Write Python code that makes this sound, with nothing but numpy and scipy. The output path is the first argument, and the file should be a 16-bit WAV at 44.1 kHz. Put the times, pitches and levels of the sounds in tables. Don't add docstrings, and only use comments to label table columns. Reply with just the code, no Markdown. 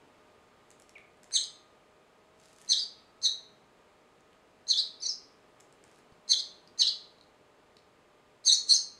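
import sys
import numpy as np
from scipy import signal
from scipy.fft import rfft, irfft, next_fast_len
from scipy.io import wavfile
from scipy.ndimage import uniform_filter1d

SR = 44100
rng = np.random.default_rng(int(sys.argv[2]) if len(sys.argv) > 2 else 0)


def pcm_store(signal):
    levels = np.round(np.clip(np.atleast_2d(signal), -1, 1) * 32767)
    wavfile.write(sys.argv[1], SR, levels.astype(np.int16).T)


N = 396459


def sparrow_chirps():
    # time_s, pitch_hz, level_db
    low_voices = [
        [(1.362, 4056, -24.5), (1.377, 3242, -35), (1.39, 3457, -45), (1.4, 3996, -40.5), (1.41, 4150, -38.5),
         (1.421, 4260, -44)],
        [(2.722, 4186, -20), (2.738, 3347, -30.5), (2.749, 3674, -40.5), (2.772, 3680, -35.5), (2.8, 4080, -49)],
        [(3.256, 4102, -23), (3.268, 4010, -23), (3.285, 3954, -38)],
        [(4.716, 4103, -19), (4.726, 3653, -39.5), (4.737, 3380, -33), (4.77, 3550, -36), (4.782, 3713, -30.5),
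         (4.795, 4056, -27), (4.815, 4260, -39)],
        [(5.035, 4450, -37.5), (5.05, 4270, -40), (5.06, 3935, -33), (5.068, 4590, -29), (5.074, 4400, -44),
         (5.087, 4970, -55), (5.092, 5500, -43)],
        [(6.313, 4220, -23), (6.322, 4260, -22.5), (6.33, 3780, -31.5), (6.338, 3288, -24.5),
         (6.349, 3554, -50), (6.375, 3466, -58.5), (6.41, 3790, -39.5)],
        [(6.82, 4000, -16.5), (6.83, 3024, -36), (6.85, 3235, -47.5), (6.865, 3670, -45), (6.88, 3300, -29)],
        [(8.475, 4355, -25.5), (8.5, 3810, -20), (8.51, 4126, -31), (8.52, 4132, -23.5), (8.533, 4350, -20.5),
         (8.55, 4800, -50)],
        [(8.71, 4283, -17), (8.731, 4350, -21.5), (8.742, 4340, -30), (8.75, 4260, -58)],
    ]
    high_voices = [
        [(1.351, 6250, -27), (1.362, 6430, -28), (1.371, 6480, -26), (1.374, 6200, -40), (1.378, 4300, -42),
         (1.402, 4050, -39.5), (1.415, 4320, -40)],
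        [(2.7, 6100, -29), (2.717, 6340, -27), (2.728, 5290, -31), (2.745, 3890, -43), (2.775, 3900, -32),
         (2.795, 5120, -31), (2.81, 4500, -39), (2.825, 4680, -35.5), (2.84, 4650, -31.5)],
        [(3.243, 6330, -34.5), (3.26, 6050, -28), (3.275, 6120, -55.5)],
        [(4.692, 6600, -34.5), (4.703, 6000, -30), (4.714, 6450, -36.5), (4.722, 4400, -31.5),
         (4.74, 4000, -65), (4.755, 4270, -67), (4.774, 4300, -26), (4.783, 5290, -37), (4.795, 4590, -26),
         (4.81, 4330, -37.5)],
        [(5.037, 5950, -38.5), (5.06, 5690, -33), (5.07, 6400, -28), (5.074, 6500, -55), (5.085, 6370, -44),
         (5.092, 5450, -24), (5.103, 5080, -35.5), (5.12, 4940, -36)],
        [(6.304, 6170, -31), (6.32, 6250, -24.5), (6.328, 5210, -39), (6.345, 3970, -45), (6.38, 3920, -34.5),
         (6.392, 5190, -38), (6.4, 4280, -34), (6.41, 4200, -34)],
        [(6.799, 6350, -33), (6.812, 6310, -29), (6.823, 4780, -30.5), (6.84, 3950, -36.5),
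         (6.854, 4030, -34.5), (6.866, 3637, -33.5), (6.874, 4260, -23), (6.878, 5130, -25.5),
         (6.885, 3960, -29), (6.897, 4780, -32)],
        [(8.467, 6490, -28.5), (8.48, 6230, -20), (8.495, 6340, -53), (8.527, 5900, -21), (8.538, 7150, -32),
         (8.548, 5930, -24.5), (8.563, 4350, -43)],
        [(8.7, 6050, -26.5), (8.715, 5920, -33), (8.73, 5660, -31), (8.742, 6200, -24), (8.757, 6530, -26.5),
         (8.766, 4950, -27.5), (8.777, 4470, -44)],
    ]
    # start_s, arch_hz, overtone_db, sum_tone_db, undertone_db, air_db
    chirps = [(1.318, 4414, -11, -24.5, -29.5, -40.5), (2.679, 4376, -23.5, -26, -33, -40.5),
              (3.217, 4425, -31, -29, -38, -36), (4.67, 4406, -29.5, -29.5, -37.5, -39.5),
              (5.014, 4630, -31, -34.5, -32, -36), (6.279, 4380, -24.5, -25, -34.5, -38),
              (6.777, 4613, -29, -31.5, -33, -37.5), (8.442, 4720, -20, -24, -37.5, -38),
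              (8.675, 4300, -19.5, -23, -45.5, -34)]
    # crest_s, rate_hz, slowing_s, stop_s, low_swing_hz, high_swing_hz
    warbles = [(1.356, 158, .05, 1.39, 310, 120), (2.7048, 165, .2, 2.74, 230, 200),
               (3.2485, 168, .1, 3.285, 260, 220), (4.6961, 160, .12, 4.735, 240, 230),
               (5.0517, 117, .31, 5.076, 150, 80), (6.3049, 180, .1, 6.345, 260, 200),
               (6.8066, 155, .047, 6.84, 260, 220), (8.472, 170, .09, 8.52, 250, 130),
               (8.7045, 155, .12, 8.75, 220, 110)]
    out = np.zeros(N + SR)
    for low, high, (start_s, arch_hz, *colour_db), warble in zip(low_voices, high_voices, chirps, warbles):
        first = int((start_s - .02) * SR)
        t = (first + np.arange(SR // 4)) / SR
        voices = two_voices(t, low, high, start_s, arch_hz, warble)
        out[first:first + len(t)] += mix_airflows(*voices, *colour_db)
    return out[:N]


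def two_voices(t, low, high, start_s, arch_hz, warble):
    crest_s, rate_hz, slowing_s, stop_s, low_swing_hz, high_swing_hz = warble
    pip_hz, pip_db, dip_db = 4130, -48, -56
    join_hz, join_db = 6225, -45.5
    full_s, _, full_db = low[0]
    arch_s = (start_s + full_s) / 2
    low = [(start_s, pip_hz, pip_db), (min(start_s + .005, arch_s), pip_hz, dip_db),
           (arch_s, arch_hz, dip_db + .7 * (full_db - dip_db)), *low]
    high = [(start_s + .008, join_hz, join_db), *high]
    turns = rate_hz * slowing_s * (1 - np.exp((crest_s - t) / slowing_s))
    depth = np.interp(t, [start_s, full_s, stop_s, stop_s + .01], [.45, 1, 1, 0])
    swing = depth * np.cos(2 * np.pi * turns)
    return whistle(low, t, low_swing_hz * swing), whistle(high, t, high_swing_hz * swing)


def whistle(points, t, warble_hz, wobble_hz=35, shimmer_db=2.2, edge_s=0.002):
    time_s, pitch_hz, level_db = np.transpose(points)
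    pitch = np.interp(t, time_s, pitch_hz) + warble_hz + wobble_hz * walk(500, len(t))
    gate = np.clip(np.minimum(t - time_s[0], time_s[-1] - t) / edge_s + 1, 0, 1) ** 2
    level = np.interp(t, time_s, level_db) + shimmer_db * walk(430, len(t))
    return 2 * np.pi * np.cumsum(pitch) / SR, np.sqrt(2) * gate * undb(level)


def mix_airflows(low, high, overtone_db, sum_tone_db, undertone_db, air_db):
    multiples = [(2, 0), (1, 1), (3, 0), (2, 1), (0, 2)]
    offsets = [2, -1, -25, -18.5, -9]
    (low_phase, low_amp), (high_phase, high_amp) = low, high

    def follow(amp, power=.75):
        return low_amp.max() * (amp / low_amp.max()) ** power

    flutter = 0.35 + walk(901, len(low_amp))
    out = low_amp * np.sin(low_phase) + high_amp * np.sin(high_phase)
    out += undb(undertone_db) * follow(low_amp) * flutter * np.sin(low_phase / 2)
    for (m, n), offset_db in zip(multiples, offsets):
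        gain = undb(offset_db + (sum_tone_db if n else overtone_db))
        joint_amp = (low_amp ** m * high_amp ** n) ** (1 / (m + n))
        out += gain * follow(joint_amp) * np.sin(m * low_phase + n * high_phase)
    noise = rng.standard_normal(len(out))
    air = unit(band(band(noise, 6600, 3400), 6600, 3400))
    air += undb(10) * unit(band(band(noise, 5200, 2600), 5200, 2600))
    air += undb(-8.5) * unit(band(noise, 1900, 1100))
    return out + undb(air_db) * follow(low_amp + high_amp, power=.5) * air


def sparrow_peeps():
    # start_s, length_s, share_before_bend, first_hz, bend_hz, last_hz,
    # level_db, octave_db (relative to the whistle)
    peeps = [(0.954, 0.019, 0.23, 2900, 2330, 2096, -48, -38),
             (1.438, 0.0027, .5, 4400, 5130, 4530, -32, -12), (5, 0.02, 0.27, 4600, 5400, 4700, -48, -19)]
    out = np.zeros(N + SR)
    for start_s, length_s, share, first_hz, bend_hz, last_hz, level_db, octave_db in peeps:
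        first = int((start_s - .01) * SR)
        t = (first + np.arange(SR // 10)) / SR
        points = [(start_s, first_hz, level_db - 9.5), (start_s + share * length_s, bend_hz, level_db),
                  (start_s + length_s, last_hz, level_db - 4)]
        phase, amp = whistle(points, t, warble_hz=0)
        out[first:first + len(t)] += amp * (np.sin(phase) + undb(octave_db) * np.sin(2 * phase))
    return out[:N]


def bright_ticks():
    # start_s, peak_db
    taps = [(0.7048, -41), (0.7138, -45), (0.7991, -43), (0.821, -45), (0.8939, -41), (1.1727, -58.5),
            (1.2326, -42.5), (1.2424, -42.5), (1.2764, -58), (2.3994, -52), (2.4488, -56), (2.4574, -47.5),
            (2.4967, -53.5), (2.5306, -44.5), (2.5626, -51), (2.5854, -48.5), (2.6045, -51), (2.615, -42),
            (2.6224, -46), (2.6479, -44), (4.2073, -55), (5.6017, -46), (5.6064, -41.5), (5.7259, -46.5),
            (5.8396, -44), (5.9034, -68), (5.9145, -49.5), (5.9888, -50)]
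    hits = [(start_s, peak_db, 7130) for start_s, peak_db in taps]
    return ticks(hits, width_hz=4000, side_hz=2200, side_db=-8.5, snap_s=.0012)


def dull_ticks():
    # start_s, peak_db, ring_hz
    clicks = [(.982, -42.5, 2200), (1.2645, -57.5, 1884), (1.31, -45.5, 1750), (1.31, -51.5, 4800),
              (4.3307, -50, 2400), (5.878, -55.5, 1670), (5.9594, -71, 2170), (6.122, -58, 4490),
              (6.6748, -45, 4800), (7.184, -55, 4093), (7.211, -45.5, 4100), (7.2374, -56.5, 4570),
              (7.7683, -44, 4290), (7.7882, -55.5, 4150)]
    return ticks(clicks, width_hz=600, side_hz=7500, side_db=-14.5, snap_s=.0018)


def ticks(hits, width_hz, side_hz, side_db, snap_s):
    out, t = np.zeros(N), np.arange(512) / SR
    for start_s, peak_db, ring_hz in hits:
        snap = rng.standard_normal(len(t)) * np.exp(-t / snap_s)
        ring, side = band(snap, ring_hz, width_hz), band(snap, side_hz, side_hz)
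        tick = ring / abs(ring).max() + undb(side_db) * side / abs(side).max()
        first = int(start_s * SR)
        out[first:first + len(t)] += undb(peak_db) * tick
    return out


def foil_rustle(fade_db_per_s=399.5):
    # start_s, length_s, level_db
    rustles = [(2.403, 0.32, -66.5), (5.876, 0.12, -71.5)]
    t = np.arange(N) / SR
    clicks = rng.standard_normal(N) * undb(3 * rng.exponential(size=N))
    clicks *= rng.random(N) < .03
    loudness = np.zeros(N)
    for start_s, length_s, level_db in rustles:
        outside_s = np.maximum(np.maximum(start_s - t, t - start_s - length_s), 0)
        loudness += undb(level_db - fade_db_per_s * outside_s)
    return unit(band(clicks, 4945, 7400)) * loudness


def knock(start_s=6.123, level_db=-42, pitch_hz=170, decay_s=.002):
    age_s = np.maximum(np.arange(N) / SR - start_s, 0)
    return undb(level_db) * np.sin(2 * np.pi * pitch_hz * age_s) * np.exp(-age_s / decay_s)


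def room_echo(sound, level_db=-6.5, gap_s=.0045):
    # pitch_hz, fade_s
    fade_times = [(500, 0.58), (2700, 0.42), (4000, 0.19), (6000, 0.34), (8000, 0.32), (12000, 0.2)]
    t = np.arange(SR // 2) / SR
    tail = np.zeros(len(t))
    for hz in 300 * np.sqrt(2) ** np.arange(12):
        fade_s = np.interp(hz, *np.transpose(fade_times))
        tail += band(rng.standard_normal(len(t)), hz, hz / 2) * 1000 ** (-t / fade_s)
    tail *= np.clip(t / gap_s - 1, 0, 1)
    return signal.fftconvolve(sound, tail * undb(level_db) / np.sqrt(np.sum(tail ** 2)))[:N]


def fan(rush_db=-62.5, whine_db=-72.5, octave_db=-76):
    # pitch_hz, relative_db
    rush_shape = [(12, -43.5), (20, -17), (191, -8.5), (362, -7), (440, -2.5), (478, -6), (615, -10.5),
                  (747, -9), (1130, -11.5), (1230, -13), (1720, -16.5), (2540, -18.5), (5860, -29),
                  (7330, -29), (15500, -47.5)]
    # time_s, pitch_hz
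    whine_path = [(0, 611.4), (1.899, 614.5), (2.331, 633), (2.698, 631), (3.4, 641), (3.7, 607),
                  (4.802, 638.3), (5.4, 615.4), (9, 602)]
    size = next_fast_len(N)
    bins_hz = np.maximum(np.arange(size // 2 + 1) * SR / size, 1)
    shape_hz, shape_db = np.transpose(rush_shape)
    gains = undb(np.interp(np.log(bins_hz), np.log(shape_hz), shape_db))
    rush = irfft(rfft(rng.standard_normal(size)) * gains, size)[:N]
    pitch_hz = np.interp(np.arange(N) / SR, *np.transpose(whine_path)) + 0.65 * walk(13)
    phase = 2 * np.pi * np.cumsum(pitch_hz) / SR
    whine = sum(np.sqrt(2) * undb(db + 2.3 * walk(6)) * np.sin(multiple * phase)
                for multiple, db in [(1, whine_db), (2, octave_db)])
    return unit(rush) * undb(rush_db + .5 * walk(0.79)) + whine


def undb(db):
    return 10 ** (np.asarray(db) / 20)


def band(x, hz, width_hz):
    return signal.lfilter(*signal.iirpeak(hz, hz / width_hz, SR), x)


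def unit(x):
    return x / np.sqrt(np.mean(x ** 2))


def walk(rate, size=N):
    span = int(SR / rate)
    return unit(uniform_filter1d(uniform_filter1d(rng.standard_normal(size), span), span))


def scene(treble_hz=9530):
    near = sparrow_chirps() + sparrow_peeps() + bright_ticks() + dull_ticks() + foil_rustle() + knock()
    near = signal.sosfilt(signal.butter(3, treble_hz, fs=SR, output="sos"), near)
    return (near + room_echo(near) + fan())[None, :]


def record(dry):
    # pitch_hz, width_hz, depth (0 to 1)
    notches = [(5740, 170, 1), (6990, 320, 0.2)]
    top_hz = 15700
    for pitch_hz, width_hz, depth in notches:
        dry = dry - depth * band(dry, pitch_hz, width_hz)
    return signal.sosfilt(signal.ellip(10, .2, 60, top_hz, fs=SR, output="sos"), dry)


dry = scene()
out = record(dry)
pcm_store(out)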